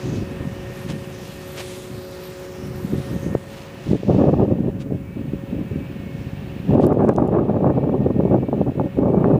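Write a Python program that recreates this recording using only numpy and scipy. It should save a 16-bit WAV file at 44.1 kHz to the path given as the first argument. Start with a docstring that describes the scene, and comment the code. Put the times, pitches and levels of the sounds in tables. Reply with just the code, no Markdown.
"""An open country road: far off a bitumen sprayer's diesel hums, its pump whines, its spray bar hisses.
At first fresh hot binder fizzes close to the microphone as its bubbles burst, with a thin ring on top;
shoes scuff the gravel and clothes rustle. From about 3 s the microphone swings round to the truck;
gusts buffet it near 4 s, and by 4.7 s the fizz is gone. In the last third the wind blows hardest,
rumbling, thumping and briefly crackling at the microphone's port and pushing the recorder's gain down."""
import sys
import numpy as np
from scipy import signal
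from scipy.fft import rfft, irfft, next_fast_len
from scipy.io import wavfile
from scipy.ndimage import uniform_filter1d, minimum_filter1d

SR = 44100
rng = np.random.default_rng(int(sys.argv[2]) if len(sys.argv) > 2 else 0)


def dump_mix(stems):
    """Bounce the given channels to the path in sys.argv[1] as a 16-bit WAV at rate SR."""
    frames = np.atleast_2d(stems).T  # one column per channel
    limited = np.clip(frames, -1, 1)  # hard clip at full scale
    pcm = np.round(limited * 32767).astype(np.int16)
    wavfile.write(sys.argv[1], SR, pcm)


N = 414099
FIRING_HZ = 183.6   # the diesel's firing rate
# fizz of the hot binder at the microphone: (time [s], relative level [dB])
FIZZ_LEVEL = [(0.0, -62), (0.25, -63), (0.8, -56.5), (1.08, -56.5), (1.69, -51.5), (2.0, -56.5),
              (2.67, -57), (3.04, -55), (3.81, -63), (4.3, -73)]


def from_db(db):
    """Decibels to gain."""
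    return 10 ** (np.asarray(db) / 20)


def unit_rms(x):
    """Scale to rms 1."""
    return x / np.sqrt(np.mean(x ** 2) + 1e-20)


def seconds():
    """Time of every sample."""
    return np.arange(N) / SR


def curve(points):
    """Join (time, value) points into a value at every sample."""
    return np.interp(seconds(), *np.transpose(points))


def swells(rows):
    """Gain with one Gaussian rise and fall for each (time, level, half length)."""
    t = seconds()[::10]
    gain = sum(from_db(db) * np.exp(-.5 * np.minimum(((t - s) / half) ** 2, 20)) for s, db, half in rows)
    return np.interp(seconds(), t, gain)


def db_at(spectrum, hz):
    """Read a spectrum on a log-frequency axis."""
    points_hz, points_db = np.transpose(spectrum)
    return np.interp(np.log(hz), np.log(points_hz), points_db)


def drift(rate_hz):
    """Random wander of rms 1: noise through a double one-pole low-pass at rate_hz."""
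    pole = np.exp(-2 * np.pi * rate_hz * 20 / SR)   # one step every 20 samples
    slow = signal.lfilter([1], [1, -2 * pole, pole * pole], rng.standard_normal(N // 20 + 4002))[4000:]
    return np.interp(np.arange(N) / 20, np.arange(len(slow)), unit_rms(slow))


def bandpass(x, low_hz, high_hz):
    """Keep what lies between two edges."""
    edges = np.clip([low_hz, high_hz], 20, .45 * SR)
    return signal.sosfilt(signal.butter(2, edges, "band", fs=SR, output="sos"), x)


def coloured(x, spectrum):
    """Give a sound a spectrum, closed steeply at both ends; rms 1."""
    size = next_fast_len(N)
    hz = np.maximum(np.arange(size // 2 + 1) * SR / size, 1)
    ends = 1 / (1 + (spectrum[0][0] / hz) ** 4) / (1 + (hz / spectrum[-1][0]) ** 8)
    return unit_rms(irfft(rfft(x, size) * from_db(db_at(spectrum, hz)) * ends, size)[:N])


def hiss(spectrum, flutter_db, flutter_hz):
    """Coloured noise whose level flutters."""
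    return coloured(rng.standard_normal(N), spectrum) * from_db(flutter_db * drift(flutter_hz))


def shimmer(x, depth_db, rate_hz, count=11):
    """Let the colour of a hiss shift: neighbouring treble bands swell and sink on their own."""
    size = next_fast_len(N)
    spectrum, hz = rfft(x, size), np.arange(size // 2 + 1) * SR / size
    centres = np.geomspace(1500, 13000, count)
    bands = (irfft(spectrum * np.interp(hz, centres, share), size)[:N] for share in np.eye(count))
    return unit_rms(sum(band * from_db(depth_db * drift(rate_hz)) for band in bands))


def grains(per_s, spread_db):
    """Tiny clicks of random size and sign at random moments; rms 1."""
    sizes = from_db(spread_db * np.minimum(rng.exponential(1, N), 4)) * rng.choice([-1, 1], N)
    return unit_rms(sizes * (rng.random(N) < per_s / SR))


def tone(hz):
    """A sine of rms 1 on a moving pitch."""
    return np.sqrt(2) * np.sin(2 * np.pi * (np.cumsum(hz) / SR + rng.random()))


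def self_noise(hiss_db=-61.5, whistle_db=-65, whistle_hz=14994):
    """The microphone's own hiss and a thin electronic whistle."""
    # noise floor: (frequency [Hz], relative density [dB])
    floor = [(1000, 1), (4000, -1.5), (7000, -0.5), (9000, -3), (12500, -1), (15000, -10)]
    whistle = from_db(whistle_db) * tone(np.full(N, whistle_hz))
    return whistle + from_db(hiss_db) * hiss(floor, flutter_db=0.1, flutter_hz=3)


def engine(wander=0.00135, fade_db=1.8, turn_s=3.14, turn_loss_db=6.0):
    """Far down the road, a governed diesel hums over its roar; the air fades each harmonic on its own."""
    # engine at the microphone: (time [s], level [dB])
    level = [(0, -37), (.5, -39), (1, -40.5), (1.7, -40.5), (3.3, -38.5), (4.9, -44), (6.5, -43.5),
             (9.39, -40.5)]
    # hum: (multiple of the firing rate, relative level [dB])
    harmonics = [(2, -0.4), (3, -3.5), (4, -21), (12, -24), (14, -25.5), (16, -34)]
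    # the truck's roar: (frequency [Hz], relative density [dB])
    roar_spectrum = [(40, -10), (120, 3), (250, -2.5), (450, -1.5), (700, -11), (1000, -10.5),
                     (1500, -14.5), (2200, -19.5), (4000, -50.5)]
    firing_hz = FIRING_HZ * (1 + wander * drift(10))
    turned = np.clip((seconds() - turn_s) / 0.27 + .5, 0, 1)
    hum = 0
    for k, db in harmonics:
        fading_db = fade_db * np.sqrt(k / 2) * drift(1.8)
        loss_db = turn_loss_db * turned * (k <= 2)   # the lowest thins as the microphone swings round
        hum = hum + from_db(db + fading_db - loss_db) * tone(k * firing_hz)
    roar = hiss(roar_spectrum, flutter_db=0.5, flutter_hz=31)
    return from_db(curve(level)) * (hum + roar)


def pump(low_hz=10 * FIRING_HZ, high_hz=2305, wander=.001, fade_db=2.8):
    """Two slightly unsteady whines from the distant pump drive, the lower at a multiple of engine speed."""
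    # lower whine, fading in and out on the wind: (time [s], level [dB])
    low_whine = [(0, -57.5), (.75, -52.5), (2.0, -62.5), (2.85, -60.5), (3.27, -52.5), (3.9, -63),
                 (4.55, -55.5), (4.9, -67), (5.3, -62.5), (7.6, -58), (8.2, -52.5), (8.5, -67), (8.85, -57),
                 (9.39, -66)]
    # higher whine, once the microphone faces the truck: (time [s], level [dB], half length [s])
    high_whine = [(5.13, -55, 0.062), (5.62, -59, 0.048), (5.83, -52.5, 0.067), (6.36, -57, 0.06),
                  (7.8, -56, 0.14), (8.37, -53, 0.13), (9.13, -53.5, 0.086)]
    out = 0
    for hz, gain in (low_hz, from_db(curve(low_whine))), (high_hz, swells(high_whine)):
        out = out + gain * from_db(fade_db * drift(17)) * tone(hz * (1 + wander * drift(22)))
    return out


def spray_bar(body_db=1.5, top_db=-57, top_growth=2.56):
    """The jets' hiss, dulled by distance; its top swells most when the air carries it well."""
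    # spray at the microphone: (time [s], relative level [dB])
    level = [(0, -50), (.8, -49), (1.9, -58), (3.1, -56), (4.15, -46), (4.9, -57.5), (5.35, -52),
             (6.55, -48.5), (7.3, -50), (9.39, -53)]
    # body of the hiss: (frequency [Hz], relative density [dB])
    body_spectrum = [(700, 12), (1300, -12), (1750, 2.5), (2050, -5), (2600, 3.5), (3200, -4.5),
                     (4000, -10), (5500, -22), (9000, -40)]
    # its brightest part: (frequency [Hz], relative density [dB])
    top_spectrum = [(2800, -12.5), (3400, -1), (4200, -8.5), (5500, -10.5), (8000, -21.5)]
    level_db = curve(level)
    body = from_db(level_db + body_db) * hiss(body_spectrum, flutter_db=1.07, flutter_hz=14)
    top_gain = from_db(top_db + top_growth * (level_db - level_db.max()))
    return body + top_gain * hiss(top_spectrum, flutter_db=0.5, flutter_hz=3.5)


def binder_fizz(boost_db=8.0, turned_away_s=4.68):
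    """Close by, tiny bubbles burst in the hot film; the fizz is lost once the microphone faces away."""
    # bursting bubbles: (frequency [Hz], relative density [dB])
    spectrum = [(600, 6.5), (1500, 2), (2800, 3.5), (4200, 1), (6500, -2), (8000, -4), (10500, -5.5),
                (13000, -17), (15000, -24)]
    bubbles = coloured(grains(per_s=11000, spread_db=-1.5), spectrum)
    fizz = shimmer(bubbles, depth_db=2.0, rate_hz=3.2)
    facing = np.clip((turned_away_s - seconds()) / 0.34, 0, 1)
    return fizz * from_db(curve(FIZZ_LEVEL) + boost_db + drift(7.3)) * facing


def sizzle(width_hz=80, flutter_db=1.0, bed_db=-6):
    """A thin, breathy ring high in the treble: it follows the fizz and flares up in uneven bursts."""
    # flares of the ring: (time [s], level [dB], half length [s])
    bursts = [(0.78, -62.5, 0.09), (1.3, -57, 0.061), (1.55, -52, 0.065), (2.05, -56, 0.09),
              (2.26, -48.5, 0.03), (2.85, -58.5, 0.15), (3.14, -59.5, 0.032), (3.56, -59.5, 0.06),
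              (5.9, -75.5, 0.3)]
    # centre of the ring: (time [s], pitch [Hz])
    pitch = [(0.3, 11600), (1.7, 12050), (4.0, 12100)]
    breath = signal.sosfilt(signal.butter(1, width_hz, fs=SR, output="sos"), drift(500))
    gain = np.hypot(swells(bursts), from_db(curve(FIZZ_LEVEL) + bed_db))
    return unit_rms(breath) * tone(curve(pitch)) * gain * from_db(flutter_db * drift(10))


def clothes(flutter_db=1.5):
    """Cloth slides over cloth as someone turns on the spot: soft swells, each with its own colour."""
    # rustles: (time [s], level [dB], half length [s], centre [Hz], width [Hz])
    rustles = [(0.075, -48.5, 0.17, 4100, 3380), (0.086, -51.5, 0.079, 6300, 1090),
               (1.77, -56, .07, 10600, 2600), (2.144, -51, 0.19, 4300, 1800),
               (2.586, -60.5, 0.26, 5450, 700), (3.233, -53, .055, 6360, 850),
               (4.07, -54.5, 0.25, 4540, 3600), (6.2, -63, 0.13, 5170, 3580)]
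    out = 0
    for s, db, half, hz, width in rustles:
        friction = bandpass(rng.standard_normal(N), hz - width / 2, hz + width / 2)
        out = out + swells([(s, db, half)]) * unit_rms(friction)
    return out * from_db(flutter_db * drift(22))


def shoes():
    """Near the microphone a sole drags over gravel: short swells of dense grains."""
    # scuffs: (time [s], level [dB], half length [s])
    scuffs = [(0.906, -34, 0.014), (1.596, -32, 0.021), (3.578, -42.5, 0.091), (3.903, -45.5, 0.086),
              (4.814, -41, 0.011), (6.834, -40, 0.016)]
    # grit under the sole: (frequency [Hz], relative density [dB])
    grit = [(300, 12), (700, 7.5), (1500, 0.5), (3000, 2.5), (6500, -6), (10000, -13), (15000, -29)]
    return swells(scuffs) * coloured(grains(per_s=2400, spread_db=3.0), grit)


def crackles(decay_s=0.0007, width_octaves=1.44):
    """The microphone crackles in the strongest gust: very short snaps over a patter of finer ticks."""
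    # snaps: (time [s], peak before the band-pass [dB], centre [Hz])
    snaps = [(6.867, -19.5, 9800), (6.933, -34, 8000), (7.089, -23, 8000), (7.093, -7.5, 1890),
             (7.163, -19, 4570), (7.277, -31, 6960)]
    # fine ticking around them: (time [s], level [dB], half length [s])
    patter = [(7.04, -61, 0.22)]
    ticks = bandpass(grains(per_s=150, spread_db=1.5), low_hz=4000, high_hz=12000)
    out = swells(patter) * unit_rms(ticks)
    t = seconds()[:1000]
    edge_ratio = 2 ** (width_octaves / 2)
    for s, peak_db, hz in snaps:
        burst = from_db(peak_db) * rng.choice([-1, 1], len(t)) * np.exp(-t / decay_s)
        out[round(s * SR) + np.arange(len(t))] += bandpass(burst, hz / edge_ratio, hz * edge_ratio)
    return out


def thumps(damping=3.48, rebound_db=-11, rebound_hz=120, rebound_s=0.0058):
    """An eddy hits the port: a brief suction between smaller swells of pressure, then a low rebound."""
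    # single eddies on the microphone: (time [s], peak [dB], pitch [Hz])
    eddies = [(2.849, -11, 184), (2.935, -7.5, 253), (2.983, -11.5, 160), (3.351, -15.5, 1140),
              (3.352, 4.5, 410), (3.913, -3, 200), (3.933, 3.5, 326), (4.034, -9.5, 372), (4.098, 0.5, 420),
              (4.283, -8, 566), (4.524, 0, 263), (4.607, -2.5, 204), (4.923, -7, 322), (5.336, -9.5, 270),
              (5.76, -12, 237), (6.87, 7, 395), (6.972, 4, 395), (7.092, 2.5, 403), (7.185, 5, 700),
              (7.645, 0.5, 655), (7.785, 0.5, 440), (8.194, 1, 213), (8.253, -1, 395), (8.345, 0.5, 576),
              (8.53, -1, 543), (8.615, 4, 474), (8.798, -5, 680), (8.989, 4, 342), (9.146, 0.5, 454),
              (9.244, -5, 990)]
    out = np.zeros(N)
    for s, peak_db, hz in eddies:
        near = round(s * SR) + np.arange(-900, 1800)
        t = near / SR - s
        after = np.maximum(t, 0)
        suction = -np.cos(2 * np.pi * hz * t) / np.cosh(damping * hz * t)
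        rebound = np.sin(2 * np.pi * rebound_hz * after) * np.exp(-after / rebound_s)
        out[near] += from_db(peak_db) * (suction + from_db(rebound_db) * rebound)
    return out


def wind_level(rise_db_per_s=367.5, sag_db_per_s=2.5, fall_db_per_s=227.5):
    """Level in dB: each gust rises quickly out of the breeze, sags while it holds, then falls away."""
    # breeze between the gusts: (time [s], level [dB])
    breeze = [(0, -30), (2.4, -43), (3.1, -31), (3.7, -38.5), (4.6, -21), (5.1, -31.5), (6.6, -30),
              (6.9, -13), (8.2, -14.5), (8.45, -19), (8.9, -33), (9.39, -21)]
    # gusts on the microphone: (time [s], hold [s], level [dB])
    gusts = [(0.059, 0.16, -23.5), (0.413, 0.089, -26), (0.857, 0.11, -27), (1.909, 0.08, -32.5),
             (2.604, 0.36, -30.5), (2.904, 0.084, -24), (3.113, 0.048, -23), (3.233, 0.1, -23.5),
             (3.87, 0.033, -21.5), (3.917, 0.027, -16), (4.089, 0.12, -11), (4.203, 0.1, -9.5),
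             (4.332, 0.036, -12), (4.392, 0.041, -9.5), (4.484, 0.062, -15), (4.606, 0.079, -16.5),
             (4.907, 0.052, -21), (5.16, 0.13, -25.5), (5.322, 0.029, -26), (5.532, 0.076, -22),
             (5.713, 0.093, -25.5), (6.153, .15, -28.5), (6.708, 0.037, -11.5), (6.749, 0.051, -8.5),
             (6.833, 0.099, -7.3), (6.995, .11, -6), (7.155, 0.01, -11.5), (7.189, 0.058, -7),
             (7.319, 0.089, -7.5), (7.483, 0.086, -10.5), (7.636, 0.061, -7.5), (7.76, 0.019, -11),
             (7.83, .13, -12.5), (8.009, 0.051, -10.5), (8.188, 0.0096, -13), (8.224, 0.032, -12.5),
             (8.32, 0.036, -8), (8.412, 0.026, -14.5), (8.52, 0.038, -15.5), (8.581, 0.028, -13.5),
             (8.665, 0.021, -15), (8.782, 0.063, -16), (8.995, 0.11, -10.5), (9.14, 0.18, -10),
             (9.294, 0.064, -8.5)]
    t = seconds()[::20]
    level_db = curve(breeze)[::20]
    for s, hold_s, db in gusts:
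        before, since, after = np.maximum([s - t, t - s, t - s - hold_s], 0)
        gust_db = db - rise_db_per_s * before - sag_db_per_s * since - fall_db_per_s * after
        level_db = np.maximum(level_db, gust_db)
    return np.interp(seconds(), t, level_db)


def wind(breeze_lump_db=4.5, gust_lump_db=2.48, lump_hz=55, flutter_db=0.5, db_per_octave=13.5):
    """Turbulence at the microphone's port: harder gusts carry smaller eddies, so they sound brighter."""
    # smallest eddies in a gust of -18 dB: (time [s], frequency above which they die [Hz])
    eddy_limit = [(3.9, 160), (4.2, 205), (4.6, 186), (6.8, 190), (7.05, 236), (7.65, 234), (8.1, 187),
                  (8.4, 213), (9.39, 206)]
    # the port's response to turbulence: (frequency [Hz], relative gain [dB])
    port = [(20, -54.5), (43, -20.5), (86, -7.5), (135, -0.5), (200, 1.5), (330, 2.5), (550, 2.5),
            (900, -1.5), (1700, -7), (3000, -0.5)]
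    level_db = wind_level()
    strength_db = np.clip(level_db, -30, -6)   # above -6 dB a gust would grow louder but no brighter
    limit_hz = curve(eddy_limit) * 2 ** ((strength_db + 18) / db_per_octave)
    # in a breeze the eddies come one by one, in a gust they merge into a rolling rumble
    lumps_db = np.interp(level_db, [-20, -10], [breeze_lump_db, gust_lump_db]) * drift(lump_hz)
    edges_hz = 20 * 2 ** np.arange(0, 7.5, .5)
    white = rng.standard_normal((2, N))
    rumble, power = 0, 0
    for k, (low, high) in enumerate(zip(edges_hz, edges_hz[1:])):
        hz = np.sqrt(low * high)
        band = unit_rms(bandpass(bandpass(white[k % 2], low, high), low, high))
        # viscosity kills the smallest eddies: the spectrum falls exponentially
        gain = from_db(db_at(port, hz)) * np.exp(-hz / limit_hz) * np.sqrt(high - low)
        # small eddies come in sharper bursts than large ones
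        bursts = from_db((hz / 300) ** 0.5 * lumps_db + flutter_db * drift(32))
        rumble = rumble + band * gain * bursts
        power = power + gain ** 2
    rumble = rumble / np.sqrt(power)
    steady = rumble / np.sqrt(uniform_filter1d(rumble ** 2, size=3000) + 1e-12)
    return steady * from_db(level_db)


def gain_control(x, threshold_db=-11.5, release_db_per_s=3.5, attack_s=0.015):
    """Loud gusts push the recorder's gain down; it creeps back over seconds."""
    pole = np.exp(-1 / (attack_s * SR))
    level_db = 10 * np.log10(signal.lfilter([1 - pole], [1, -pole], x ** 2) + 1e-12)
    excess_db = np.maximum(level_db - threshold_db, 0)
    recovery_db = release_db_per_s * seconds()
    cut_db = np.maximum.accumulate(excess_db + recovery_db, axis=-1) - recovery_db
    return x * from_db(-cut_db)


def scene():
    """Flat open ground: no echo, everything reaches one microphone directly."""
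    far = engine() + pump() + spray_bar()
    near = binder_fizz() + sizzle() + shoes() + clothes()
    at_microphone = wind() + thumps() + crackles() + self_noise()
    return (far + near + at_microphone)[None]


def record(dry):
    """The recorder: low cut, gain control, a fast limiter for peaks that slip through, then a top cut."""
    low_cut_hz, top_cut_hz, ceiling = 35, 15600, .7
    low_cut = signal.butter(2, low_cut_hz, "high", fs=SR, output="sos")
    top_cut = signal.ellip(10, .1, 80, top_cut_hz, fs=SR, output="sos")
    held = gain_control(signal.sosfilt(low_cut, dry))
    needed_gain = np.minimum(1, ceiling / (np.abs(held) + 1e-9))
    limiter_gain = uniform_filter1d(minimum_filter1d(needed_gain, size=201), size=201)
    fade_out = np.minimum((N - np.arange(N)) / 200, 1)
    return signal.sosfilt(top_cut, held * limiter_gain * fade_out)


dry = scene()
out = record(dry)
dump_mix(out)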